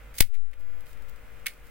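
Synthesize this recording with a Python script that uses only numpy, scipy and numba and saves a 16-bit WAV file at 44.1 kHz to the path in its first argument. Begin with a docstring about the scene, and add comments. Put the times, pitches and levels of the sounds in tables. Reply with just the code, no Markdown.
"""A wooden toy gun scrapes and snaps hard, close by, in a quiet room where a fan hums.
The snap is its catch letting go. Fingers tick and rub on the body, then it clacks again more softly.
Every knock and rub makes the wood ring, and the desk and a wall echo it to a small microphone
with two ports (openings). The first snap jolts the left input and makes the automatic gain control
turn the room down for about half a second."""
import sys
import numpy as np
from scipy import signal
from scipy.fft import rfft, irfft
from scipy.io import wavfile
from scipy.ndimage import minimum_filter1d
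from numba import njit

SR = 44100
rng = np.random.default_rng(int(sys.argv[2]) if len(sys.argv) > 2 else 0)


def dump_mix(stems):
    """Bounce the given channels to the path in sys.argv[1] as a 16-bit WAV at rate SR."""
    frames = np.atleast_2d(stems).T  # one column per channel
    limited = np.clip(frames, -1, 1)  # hard clip at full scale
    pcm = np.round(limited * 32767).astype(np.int16)
    wavfile.write(sys.argv[1], SR, pcm)


N = 74970


def amp(db):
    """Turn decibels into a factor to multiply by."""
    return 10 ** (np.asarray(db) / 20)


def unit(x):
    """Scale a sound so that its channels have an average energy of one."""
    return x / np.sqrt(np.mean(np.sum(x ** 2, axis=-1)))


def fade(t60):
    """A curve that dies away by 60 dB in t60 seconds."""
    return np.exp(-np.log(1000) * np.arange(N) / SR / t60)


def low(x, hz, order=2):
    """Keep the lows and weaken what lies above hz."""
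    return signal.sosfilt(signal.butter(order, hz, fs=SR, output="sos"), x)


def delay(x, seconds):
    """Make a sound start later."""
    gap = int(np.clip(seconds * SR, 0, N - 1))
    return np.concatenate([np.zeros(x.shape[:-1] + (gap,)), x[..., :N - gap]], axis=-1)


def ring(x, response):
    """Play x through something, given how that thing answers one click."""
    return signal.fftconvolve(np.atleast_2d(x), np.atleast_2d(response), axes=-1)[:, :N]


def colour(x, points, size=8192):
    """Shape the tone of x along a curve of (Hz, dB) points."""
    hz, db = np.array(points).T
    curve_db = np.interp(np.log(np.fft.rfftfreq(size, 1 / SR) + 1), np.log(hz), db)
    cepstrum = irfft(np.log(amp(curve_db)))
    # Folding onto the first half keeps the filter from sounding ahead of its input.
    cepstrum[1:size // 2] *= 2
    cepstrum[size // 2 + 1:] = 0
    return ring(x, irfft(np.exp(rfft(cepstrum))))


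def two_ports(alike=1, size=N, alike_below_hz=3800):
    """Noise at both ports: they share the lows as far as alike (0 to 1) says, but not the treble."""
    share = np.clip(alike, 0, 1) / (1 + (np.fft.rfftfreq(size, 1 / SR) / alike_below_hz) ** 8)
    noise = rfft(rng.standard_normal((3, size)))
    return irfft(np.sqrt(share) * noise[0] + np.sqrt(1 - share) * noise[1:], size)


def even_burst(noise, envelope, passes=3):
    """A short burst of noise, evened out so that no pitch stands out."""
    burst = noise * envelope
    for _ in range(passes):
        spectrum = rfft(burst)
        strength = np.sqrt(np.mean(np.abs(spectrum) ** 2, axis=0) + 1e-18)
        burst = irfft(spectrum / strength) * envelope ** 0.25
    return unit(burst)


def room_air(level_db=-49):
    """The air of the room rumbles and rushes, and the microphone hisses."""
    # The tone of this noise. Each row: frequency in Hz, relative level in dB.
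    air_tone = [(20, 0.5), (50, -1.5), (85, -10), (120, -10.5), (170, -20.5), (260, -18.5), (350, -23.5),
                (600, -22), (950, -25.5), (1400, -20), (2300, -25), (3000, -29.5), (4200, -38), (6500, -40),
                (12000, -40), (15500, -36)]
    return unit(colour(two_ports(alike=0.46), air_tone)) * np.sqrt(N) * amp(level_db)


def low_hum(hz=49.5):
    """A deep hum that grows and shrinks."""
    # The hum's loudness over time. Each row: time in seconds, level in dB.
    hum_levels = [(0, -46), (.3, -52.5), (.58, -45), (.78, -50.5), (.88, -58.5), (1.7, -54.5)]
    t = np.arange(N) / SR
    level_db = np.interp(t, *np.array(hum_levels).T)
    return np.sqrt(2) * amp(level_db) * np.sin(2 * np.pi * hz * t)


def fan(waver_share=0.0018):
    """A fan sings a few faint tones, each wavering a little in pitch."""
    # The fan's tones. Each row: pitch in Hz, level in dB.
    fan_tones = [(468.3, -66), (532.9, -71), (602.9, -74), (1400, -72), (2067, -70.5), (2266, -74),
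                 (2466, -74)]
    t = np.arange(N) / SR
    sound = np.zeros((2, N))
    for hz, db in fan_tones:
        waver = unit(low(rng.standard_normal(N), hz=8.5)) * np.sqrt(N)
        phase = 2 * np.pi * hz * (t + waver_share * np.cumsum(waver) / SR)
        sound += np.sqrt(2) * amp(db) * np.sin(phase + rng.uniform(0, 1, (2, 1)))
    return sound


def rubbing(grain_db=4):
    """Fingers and parts slide in many tiny slips that swell and die away."""
    # The slides. Each row: start in seconds, length in seconds, relative level in dB.
    slides = [(0.137, 0.14, -45), (0.590, .03, -56.5), (0.854, 0.091, -55.5), (1.082, 0.016, -54.5),
              (1.527, 0.098, -65), (1.626, .08, -60)]
    t = np.arange(N) / SR
    slips = two_ports() * amp(grain_db * rng.exponential(size=N))
    swell = np.zeros(N)
    for start, length, db in slides:
        position = 2 * (t - start) / length - 1  # runs from -1 to 1 during the slide
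        swell += amp(db) * np.sqrt(np.clip(1 - position ** 2, 0, 1))
    bright_tone = [(2000, -8), (6500, 0.5), (11000, -1.5), (14000, 3.5)]
    return colour(swell * slips / slips.std(), bright_tone, size=512)


def contact(start, db, treble_db, chatter_s=0.00066, size=2048):
    """One blow is a click and a brief chatter. Long contacts lose the click;
    treble_db makes it brighter or duller."""
    rise_s, fade_s, click_softens_s = 0.00024, 0.021, 0.002
    t = np.arange(size) / SR
    rise = 1 - np.exp(-t / rise_s)
    fall = np.exp(-np.log(1000) * np.maximum(t - chatter_s, 0) / fade_s)
    chatter = even_burst(two_ports(size=size), rise * fall)
    click = amp(-11) * np.exp(-chatter_s / click_softens_s) * (t == 0)
    tone = [(2400, 0.0051), (4800, treble_db), (15000, 1.1 * treble_db)]
    crack = colour(chatter + click, tone, size=512)
    return amp(db) * delay(np.pad(crack, ((0, 0), (0, N - crack.shape[1]))), start)


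def finger_ticks():
    """Fingers knock lightly on the wood as they handle the toy."""
    # The knocks. Each row: start in seconds, relative level in dB, treble change in dB.
    ticks = [(0.1422, -40, 1), (0.3330, -25, -13.5), (0.3427, -23, -2), (0.3512, -21, -6),
             (0.3650, -35, -3.5), (0.4540, -43, -3.5), (0.5135, -51, 9), (0.5325, -27, -14),
             (0.5375, -31, -8.5), (0.8070, -45.5, 5), (0.867, -37.5, -5), (0.9300, -46, 4.5),
             (0.9730, -40, -7), (1.0225, -48.5, 5), (1.0840, -44, -4), (1.1600, -48, 2), (1.3970, -49, 0)]
    return sum(contact(*tick) for tick in ticks)


def catch_snaps():
    """The mechanism strikes in two quick runs of blows: a hard snap, later a softer clack."""
    # The blows. Each row: start in seconds, relative level in dB, treble change in dB,
    # length of the chatter in seconds.
    blows = [(0.1825, -21.5, 8.5, 0.0074), (0.202, -26.5, 4, 0.0021), (0.2045, -3.5, 3, 0.0024),
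             (0.2071, -4.5, 5, 0.00026), (0.2182, -13.5, 3.5, 0.0013), (0.2242, -10, -1, 0.00033),
             (1.4597, -13, -11.5, 0.00082), (1.4657, -15.5, 3.5, 0.00051), (1.4680, -12, -5.5, 0.00028),
             (1.4707, -16.5, -8, 0.00026), (1.477, -30.5, -19, 0.0027)]
    return sum(contact(*blow) for blow in blows)


def wooden_gun(room_db=-12.5, room_fade_s=0.19, room_build_s=0.0041, port_lag_s=0.00005, right_db=1.5):
    """How the toy answers one click: the wood cracks and rings, then echoes and the room follow."""
    # The notes the wood rings at. Each row: pitch in Hz, height over the crack in dB,
    # seconds to fade by 60 dB.
    notes = [(1844, -1, .06), (2022, 0.5, 0.032), (2235, 0.5, 0.026), (2530, -9.5, 0.072), (3106, 3.5, .06),
             (3616, -1, .05), (4820, 1.5, 0.041), (6300, -1.5, 0.016), (7560, -1.5, 0.022),
             (9450, -4.5, 0.035), (10150, -2.5, .04), (11420, 3, 0.016), (14100, -2, 0.034)]
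    # The tone of the crack and its echoes. Each row: frequency in Hz, relative level in dB.
    crack_tone = [(60, -36.5), (400, -24.5), (950, -20.5), (1350, -7), (1750, -2), (2200, 3.5), (2900, -1),
                  (4200, -1.5), (6300, -7), (9500, -3), (11500, -3), (13000, -8.5), (15500, -1)]
    # Echoes from the desk and the wall. Each row: delay in seconds, level in dB against the direct sound.
    bounces = [(.0078, -21.5), (.0158, -15)]
    t = np.arange(N) / SR
    ringing = sum(2 * amp(db) * fade(t60) / fade(t60).sum() * np.cos(2 * np.pi * hz * t)
                  for hz, db, t60 in notes)
    direct = unit(colour((t == 0) + ringing, crack_tone))
    echoes = sum(amp(db) * delay(direct, seconds) for seconds, db in bounces)
    scattered = two_ports() * fade(room_fade_s) * (1 - np.exp(-t / room_build_s))
    room_tail = amp(room_db) * unit(colour(scattered, crack_tone))
    left, right = direct + echoes + room_tail
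    return np.array([delay(left, port_lag_s), amp(right_db) * right])


def scene(blow_db=11):
    """Snaps, ticks and rubs all sound through the wooden body, over the quiet room."""
    body = wooden_gun()
    background = room_air() + fan() + low_hum()
    rubs = rubbing()
    blows = amp(blow_db) * (catch_snaps() + finger_ticks())
    return ring(blows + rubs, body) + background


def input_jolt(start_s=0.2078, step_db=-7, leak_hz=3.05, swing_hz=1.507, damping=0.26):
    """The left input thumps: its signal jumps, then swings back to rest through the input's filters."""
    swing, leak = 2 * np.pi * swing_hz, 2 * np.pi * leak_hz
    poles = np.append(np.roots([1, 2 * damping * swing, swing ** 2]), -leak)
    filters = signal.zpk2sos(*signal.bilinear_zpk(np.zeros(3), poles, 1, SR))
    step = amp(step_db) * delay(np.ones(N), start_s)
    return np.array([signal.sosfilt(filters, step), np.zeros(N)])


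@njit
def follow(x, attack, release):
    """Follow x smoothly, at one speed going up and another going down."""
    smoothed, level = np.empty(len(x)), 0.
    for i in range(len(x)):
        level += (x[i] - level) * (attack if x[i] > level else release)
        smoothed[i] = level
    return smoothed


def gain_control(sound, above_db=-25.5, cut_per_db=1.074, attack_s=0.028, hold_s=0.17, release_s=0.2):
    """A volume factor that drops after a loud sound, waits, then creeps back up."""
    power = low(np.mean(sound ** 2, axis=0), hz=30, order=1)
    excess_db = np.maximum(10 * np.log10(np.abs(power) + 1e-12) - above_db, 0)
    half_hold = int(hold_s * SR / 2)
    # Keep the largest excess of the last hold_s seconds.
    held_db = -minimum_filter1d(-excess_db, 2 * half_hold + 1, origin=half_hold, mode="constant")
    cut_db = cut_per_db * follow(held_db, 1 / (attack_s * SR), 1 / (release_s * SR))
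    return amp(-cut_db)


def record(dry, top_hz=15900):
    """Apply the gain control, add the jolt, clip any peaks too big and cut the highest treble."""
    clipped = np.clip(dry * gain_control(dry) + input_jolt(), -1, 1)
    return signal.sosfilt(signal.ellip(8, .2, 70, top_hz, fs=SR, output="sos"), clipped)


dry = scene()
out = record(dry)
dump_mix(out)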